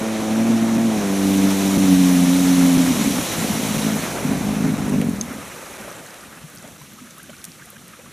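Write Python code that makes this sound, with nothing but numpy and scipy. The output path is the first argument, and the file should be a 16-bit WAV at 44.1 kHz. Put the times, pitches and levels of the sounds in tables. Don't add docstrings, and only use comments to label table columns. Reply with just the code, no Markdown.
import sys
import numpy as np
from scipy import signal
from scipy.fft import rfft, irfft
from scipy.io import wavfile
from scipy.ndimage import uniform_filter1d

SR = 44100
rng = np.random.default_rng(int(sys.argv[2]) if len(sys.argv) > 2 else 0)


def put_to_file(sound):
    columns = np.atleast_2d(sound).T
    safe = np.clip(columns, -1, 1)
    whole_steps = np.round(safe * 32767)
    wavfile.write(sys.argv[1], SR, whole_steps.astype(np.int16))


N = 358091
SKIP_S, SKIP_BACK_S = 0.7741, 0.0081


def gain_of(db):
    return 10 ** (np.asarray(db) / 20)


def evened(x):
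    return x / np.sqrt(np.mean(abs(x) ** 2) + 1e-20)


def smoothed(x, span):
    return evened(uniform_filter1d(uniform_filter1d(x, span), span))


def follow(points, x):
    return np.interp(x, *np.transpose(points))


def read(points, hz):
    f, value = np.transpose(points)
    return np.interp(np.log(hz + 1), np.log(f + 1), value)


def add(mix, s, sound):
    part = mix[round(s * SR):][:len(sound)]
    part += sound[:len(part)]


def causal(db):
    mirrored_db = np.r_[db, db[-2:0:-1]]
    log = np.log(gain_of(np.maximum(mirrored_db, -100)))
    return np.fft.ifft(np.exp(np.conj(signal.hilbert(log)))).real[:4096]


def coloured(x, db):
    ring = causal(db)
    return signal.oaconvolve(x, ring / np.linalg.norm(ring))[:N]


# time in seconds, firing rate in Hz, exhaust level in dB,
# upper pipe against lower pipe in dB.
ENGINE_RUN = [(0.0, 110.7, -22.5, 0), (0.239, 108.4, -19.5, 4), (0.358, 110.4, -15, 2),
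              (0.49, 114.3, -12, 5), (0.668, 112.7, -14.5, 2), (0.86, 113.4, -13.5, 2),
              (1.081, 97.3, -21.5, 1), (1.27, 97.5, -15.5, 4), (1.44, 97.3, -14.5, 3), (1.64, 97.1, -18, 2),
              (1.809, 96.55, -13.5, 3), (1.9, 92.74, -12, 3.5), (2.27, 88.1, -15, 1.5),
              (2.37, 91.3, -15.5, 3.5), (2.56, 89.55, -14.5, 3.5), (2.88, 86.66, -15, 4),
              (2.97, 76.66, -20.5, 4.5), (3.03, 72.4, -16.5, 1), (3.16, 62.2, -22.5, 5.5),
              (3.4, 55.17, -24.5, -2), (3.56, 53.37, -23.5, -4), (3.68, 52.2, -25, -1),
              (3.89, 53.76, -21, 0), (4.05, 52.04, -31.5, 2), (4.27, 49.9, -21, 3), (4.42, 50.94, -25, 3),
              (4.66, 52.46, -21.5, 3), (4.95, 50.65, -22.5, 3), (5.08, 45.1, -23.5, 2),
              (5.159, 39.76, -32, 3), (5.5, 39.5, -50, 3)]
# start in seconds, end in seconds, depth in dB.
DUNKS = [(3.205, 3.394, -13.5), (4.056, 4.249, -13)]
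DUNK_EDGE_S = 0.015
SURGE_DB, SURGE_S = (0.95, 1.5), 0.025


def engine():
    s, *columns = np.transpose(ENGINE_RUN)
    t = np.arange(N) / SR * (1 + SKIP_BACK_S)
    hz, level_db, upper_db = (np.interp(t, s, c) for c in columns)
    sunk = np.clip((80 - hz) / 26.82, 0, 1)
    for start, end, depth_db in DUNKS:
        level_db = level_db + depth_db * np.clip(np.minimum(t - start, end - t) / DUNK_EDGE_S, 0, 1)
    surge = smoothed(rng.standard_normal(N), round(SURGE_S * SR))
    level_db = level_db + np.interp(sunk, [0, 1], SURGE_DB) * surge

    pulses, steady = firings(hz)
    fired = exhaust(pulses, sunk, upper_db) * gain_of(level_db)
    fired = fired + hull_thud(pulses, hz, level_db) + cover_whine(steady, hz)
    same_loudness = np.sqrt(SR / hz)
    stop = np.interp(t, [s[-1] - 0.1, s[-1]], [1, 0])
    out = shaft_hum(hz, t) + fired * same_loudness * stop

    n = np.arange(N)
    skips = np.floor(n / SR + 1 - SKIP_S).astype(int)
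    return out[n - skips * round(SKIP_BACK_S * SR)]


STUMBLE_HZ = (75.5, 90.5)
EVEN, UNEVEN = 1.18, 4.5
MISFIRE, MISFIRE_DB = 0.13, -9


def firings(hz):
    count = np.floor(np.cumsum(hz / SR))
    at = np.flatnonzero(np.diff(count) > 0)
    size, late, burp, lag = rng.standard_normal((len(at), 4)).T
    weak = rng.random(len(at)) < np.interp(hz[at], STUMBLE_HZ, [MISFIRE, 0])
    uneven = np.interp(hz[at], STUMBLE_HZ, [UNEVEN, EVEN])
    pair_db = 0.36 * (-1) ** count[at]

    steady = np.zeros(N)
    steady[at + (0.00004 * SR * lag).astype(int)] = gain_of(pair_db + 1.7 * burp)
    pulses = np.zeros(N + SR)
    fired = at + (0.00011 * SR * uneven * late).astype(int)
    size_db = pair_db + MISFIRE_DB * weak + 0.7 * uneven * np.tanh(size)
    np.add.at(pulses, fired, gain_of(size_db))
    escape = fired + ((0.00676 + 0.0021 * lag) * SR).astype(int)
    np.add.at(pulses, escape, -0.1 * uneven * (0.67 + burp))
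    return pulses, steady


# frequency in Hz, relative density in dB per Hz.
EXHAUST = [(60, -66), (110, -47), (135, -3.5), (165, 3), (190, 6.5), (212, 3), (240, 5), (270, 6),
           (300, -4), (340, -26), (450, -21), (900, -69)]
# frequency in Hz, relative density in dB per Hz.
SUNK = [(60, -34.5), (110, -33), (146, -1.5), (178, 1.5), (208, 6), (240, 1.5), (273, 3), (333, -15.5),
        (425, -9), (490, -25), (700, -28), (1100, -60.5)]


def exhaust(pulses, sunk, upper_db):
    f = np.fft.rfftfreq(16384, 1 / SR)
    lower = coloured(pulses, read(EXHAUST, f))
    upper = coloured(pulses, read(EXHAUST, f) + 6 * np.tanh((f - 232) / 45.0))
    share = np.clip(upper_db / 6, -1.5, 1.5)
    planing = lower + share * (upper - lower)
    return (1 - sunk) * planing + sunk * coloured(pulses, read(SUNK, f))


# frequency in Hz, relative density in dB per Hz.
HULL = [(30, -42), (50, -20), (75, -1), (100, 2.5), (120, 1.5), (150, -5), (250, -70)]
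# firing rate in Hz, level against the exhaust in dB.
THUD_LEVEL = [(40, -11), (52, -18.5), (89, -28), (97, -23.5), (113, -24)]


def hull_thud(pulses, hz, level_db):
    f = np.fft.rfftfreq(16384, 1 / SR)
    return coloured(pulses, read(HULL, f)) * gain_of(level_db + follow(THUD_LEVEL, hz))


# frequency in Hz, relative density in dB per Hz.
COVER = [(250, -35.5), (310, -6), (340, 0), (400, 2.5), (450, -6), (490, -2), (580, -9), (680, -7),
         (730, -3.5), (800, -16), (950, -16.5), (1400, -45.5)]
# firing rate in Hz, level in dB.
WHINE_LEVEL = [(39, -51), (50, -41.5), (90, -36.5), (96, -29.5), (113, -27.5)]


def cover_whine(steady, hz):
    f = np.fft.rfftfreq(16384, 1 / SR)
    return coloured(steady, read(COVER, f)) * gain_of(follow(WHINE_LEVEL, hz))


# time in seconds, rms level in dB.
SHAFT_LEVEL = [(0, -62), (1, -63), (2, -58), (2.9, -52), (3.3, -65), (3.6, -87)]


def shaft_hum(hz, t):
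    return gain_of(follow(SHAFT_LEVEL, t)) * np.sqrt(2) * np.sin(np.pi * np.cumsum(hz / SR))


def bubble(hz, t60_s, rise_per_s, soft_s):
    t = np.arange(round(t60_s * SR) + 50) / SR
    envelope = gain_of(-60 * t / t60_s) * (1 - np.exp(-t / soft_s))
    return envelope * np.sin(2 * np.pi * hz * t * (1 + rise_per_s * t))


def snap(hz, octaves, t60_s, noise):
    edges_hz = np.clip(hz * 2 ** (np.array([-0.5, 0.5]) * octaves), 500, 15000)
    band = evened(signal.lfilter(*signal.butter(2, edges_hz, "bandpass", fs=SR), noise))
    return band * gain_of(-60 * np.arange(len(noise)) / SR / t60_s) / 2


# start in seconds, level in dB, starting pitch in Hz.
BLOOPS = [(4.16, -22, 1300), (5.02, -18.5, 431.2), (5.877, -25, 590), (6.37, -41, 1010), (6.641, -29, 574),
          (6.676, -33, 540), (6.812, -35, 940), (6.986, -34.5, 1190), (7.195, -32, 1490),
          (7.293, -29.5, 554), (7.331, -34, 1330), (7.619, -35, 1530), (7.58, -41, 520), (7.669, -41, 680),
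          (7.729, -37, 510), (7.762, -36, 1520), (7.933, -33.5, 1190), (7.99, -33.5, 475), (8.04, -42, 520),
          (8.06, -35.5, 1100)]
BLOOP_T60_S, SPLASH_DB, SPLASH_T60_S = 0.044, -2.5, 0.058


def laps_at_hull():
    out = np.zeros(N)
    swell = 1 - np.exp(-np.arange(3000) / SR / 0.005)
    for (s, db, hz), swarm in zip(BLOOPS, rng.random((len(BLOOPS), 5, 2))):
        add(out, s, gain_of(db) * bubble(hz, BLOOP_T60_S, 5.9, 0.0017))
        splash = snap(1600, 1.5, SPLASH_T60_S, rng.standard_normal(3000)) * swell
        add(out, s, gain_of(db + SPLASH_DB) * splash)
        for wait, higher in swarm:
            small = bubble(hz * (0.785 + 1.18 * higher), 0.5 * BLOOP_T60_S, 13.0, 0.0016)
            add(out, s + 0.02 * wait, gain_of(db - 7.0) * small)
    return out


# start in seconds, level in dB, pitch in Hz.
KNOCKS = [(5.219, -19, 232), (5.304, -20, 258), (5.38, -29, 271), (5.795, -28, 215), (6.438, -23.5, 155),
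          (6.643, -33, 285), (6.807, -32, 146), (7.014, -28, 245), (7.289, -31, 225), (7.479, -34, 170)]
KNOCK_T60_S = 0.095


def knocks():
    out = np.zeros(N)
    for s, db, hz in KNOCKS:
        add(out, s, gain_of(db) * bubble(hz, KNOCK_T60_S, 0, 0.0072))
    return out


# start in seconds, snap level in dB, centre in Hz,
# width in octaves, ring level in dB.
TICKS = [(4.896, -24, 8780, 0.61, -40), (5.0143, -18, 2540, 0.73, -34), (5.015, -23, 9200, 0.75, -45),
         (5.095, -22.5, 7900, 0.67, -40), (5.2116, -16, 6394, 1.33, -8.5), (5.9035, -38, 6040, 1.3, -30),
         (6.6772, -33, 7000, 1.12, -37), (7.107, -31, 6100, 1.3, -36), (7.231, -28, 11100, 0.56, -38),
         (7.442, -18.5, 7450, 3.1, -44), (7.451, -22, 8550, 1.3, -36), (7.7023, -27, 11500, .8, -40),
         (7.8805, -34, 8450, 1.1, -36)]
TICK_T60_S = 0.016


def ticks():
    out = np.zeros(N)
    for s, db, hz, octaves, ring_db in TICKS:
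        add(out, s, gain_of(db) * snap(hz, octaves, TICK_T60_S, rng.standard_normal(1500)))
        add(out, s, gain_of(ring_db) * bubble(hz, 0.92 * TICK_T60_S, 0, 0.00025))
    return out


def foam():
    out = np.zeros(N)
    for s, high, loud in rng.random((70, 3)):
        burst = snap(4000 + 8000 * high, 0.7, 0.0071, rng.standard_normal(500))
        add(out, 5 + 2.7 * s, gain_of(-35 + 8.9 * loud) * burst)
    return out


def gurgle():
    out = np.zeros(N)
    size = gain_of(4.6 * np.minimum(rng.exponential(1, N), 5)) * (rng.random(N) < 160 / SR)
    kind = rng.integers(0, 24, N)
    for k, hz in enumerate(np.geomspace(1000, 6000, 24)):
        ring = bubble(hz, 50 / hz, 7.4, 0.0014)
        out += gain_of(-56) * signal.oaconvolve(size * (kind == k), ring)[:N]
    return out


def wake():
    near = laps_at_hull() + knocks() + ticks() + foam() + gurgle()
    taps = rng.standard_normal(600) * gain_of(-60 * np.arange(600) / SR / 0.035)
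    side = gain_of(-24) * signal.oaconvolve(near, taps / np.linalg.norm(taps))[:N]
    return near + np.array([side, -side])


# time in seconds, spray in dB, churned water in dB.
WATER_LEVELS = [(0.0, -35, -31), (0.9, -34, -31), (1.38, -30, -30.5), (1.9, -28.5, -29.5),
                (2.89, -27.5, -29), (3.82, -29, -29.5), (4.21, -34, -30), (4.95, -39, -33.5),
                (5.13, -42, -37.5), (5.81, -44, -39), (6.28, -49, -47), (6.96, -48.5, -53.5),
                (8.12, -50.5, -55)]
# time in seconds, lapping in dB.
LAPPING_LEVEL = [(4.5, -51), (5.5, -42), (6.2, -46), (7.0, -52), (7.6, -49.5), (8.12, -51)]
# frequency in Hz, relative density in dB per Hz.
SPRAY = [(1060, -62), (1800, -1.5), (2310, 3), (2670, -0.5), (2920, 3), (3190, 2), (3960, 3.5),
         (4860, -3.5), (5870, 4.5), (8400, -1.5), (10100, 1), (11500, -3.5), (14400, -5.5), (15300, -25.5)]
CHURN = [(210, -9.5), (360, 0.5), (418, -6), (489, 2), (637, -1.5), (817, -3.5), (2010, -10), (2600, -12),
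         (3380, -33), (5720, -120)]
LAPS = [(190, -38), (330, 11), (447, -25), (577, 4), (782, -61), (1180, 10), (3040, -1), (4250, -10),
        (8180, -2), (11100, -3.5), (13800, -9), (15000, -72)]
# frequency in Hz, left-right correlation from 0 to 1.
LIKENESS = [(300, 0.99), (600, 0.93), (1200, 0.99), (2500, 1), (5000, 0.99), (9000, 0.95), (15000, 1)]


def water():
    frames, hz = N // 128 + 5, np.fft.rfftfreq(512, 1 / SR)
    bins_hz = hz[:, None]
    a, b, c, d, patches = rng.standard_normal((frames, 257, 5)).T
    patches = evened(uniform_filter1d(uniform_filter1d(patches, 14, 0), 9, 1))
    flicker = evened(uniform_filter1d(rng.standard_normal(frames), 6))
    drift = patches + 0.5 * flicker
    t = np.arange(frames) * 128 / SR
    s, *levels = np.transpose(WATER_LEVELS)
    spray_db, churn_db = (np.interp(t, s, level) for level in levels)

    layers = [(SPRAY, spray_db, 0.7), (CHURN, churn_db, 1.2),
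              (LAPS, follow(LAPPING_LEVEL, t), 2.7 / (1 + (bins_hz / 3500) ** 2))]
    power = 0
    for colour, level_db, patchy_db in layers:
        shape = evened(gain_of(read(colour, hz)))[:, None]
        power = power + (shape * gain_of(level_db + patchy_db * drift)) ** 2
    octaves_up = np.log2((bins_hz + 100) / 6000).clip(0)
    air_db = 0.79 * octaves_up * (np.minimum(spray_db + 31.0, 0) * (t < 2))
    power = power * gain_of(air_db) ** 2

    same, left = np.clip(read(LIKENESS, hz), -1, 1)[:, None], a + 1j * b
    pair = np.array([left, same * left + np.sqrt(1 - same ** 2) * (c + 1j * d)])
    norm = np.std(signal.istft(left, nperseg=512, noverlap=384)[1])
    return signal.istft(pair * np.sqrt(power), nperseg=512, noverlap=384)[1][:, :N] / norm


# frequency in Hz, relative density in dB per Hz.
SLOSH = [(18, -56), (30, -39), (48, -4), (86, 0), (151, 7), (177, 7.5), (216, 8.5), (400, -8), (520, -52),
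         (880, -120)]
# time in seconds, level in dB.
SLOSH_LEVEL = [(0, -51), (.9, -43), (2.9, -33), (3.8, -34.5), (4.2, -33), (4.95, -28.5), (5.15, -37),
               (5.8, -49), (7, -48), (8.12, -51)]


def slosh():
    a, b = rng.standard_normal((N, 2)).T
    low = np.array([a, 1.05 * a + 0.2 * b])
    low = evened(irfft(rfft(low) * gain_of(read(SLOSH, np.fft.rfftfreq(N, 1 / SR))), N))
    lumps = smoothed(rng.standard_normal(N), 1500)
    return low * gain_of(follow(SLOSH_LEVEL, np.arange(N) / SR) + 2.0 * lumps)


def scene():
    return engine() + wake() + water() + slosh()


# frequency in Hz, left minus right in dB.
LEAN = [(30, 3), (60, 3), (105, 11), (150, 2), (200, 0.5), (270, -1), (340, -4), (450, -0.5), (1000, 2.5),
        (2000, -2.8), (5000, 0.13), (15000, 0.5)]
EDGE_HZ, LOW_CUT_HZ, FADE_IN_S = 15200, 42, 0.0058


def record(dry):
    hz = np.fft.rfftfreq(N, 1 / SR)
    ratio = gain_of(read(LEAN, hz))
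    sides = np.array([2 * ratio / (1 + ratio), 2 / (1 + ratio)])
    low_cut = 1 / np.sqrt(1 + (LOW_CUT_HZ / (hz + 1)) ** 8)
    x = irfft(rfft(dry) * low_cut * sides, N)
    since_s = (np.arange(N) / SR - SKIP_S) % 1
    x = x * np.clip(since_s / FADE_IN_S, 0, 1)
    top_cut = signal.firwin(511, EDGE_HZ, window=("kaiser", 9), fs=SR)
    return signal.oaconvolve(x, top_cut[None], "same")


dry = scene()
out = record(dry)
put_to_file(out)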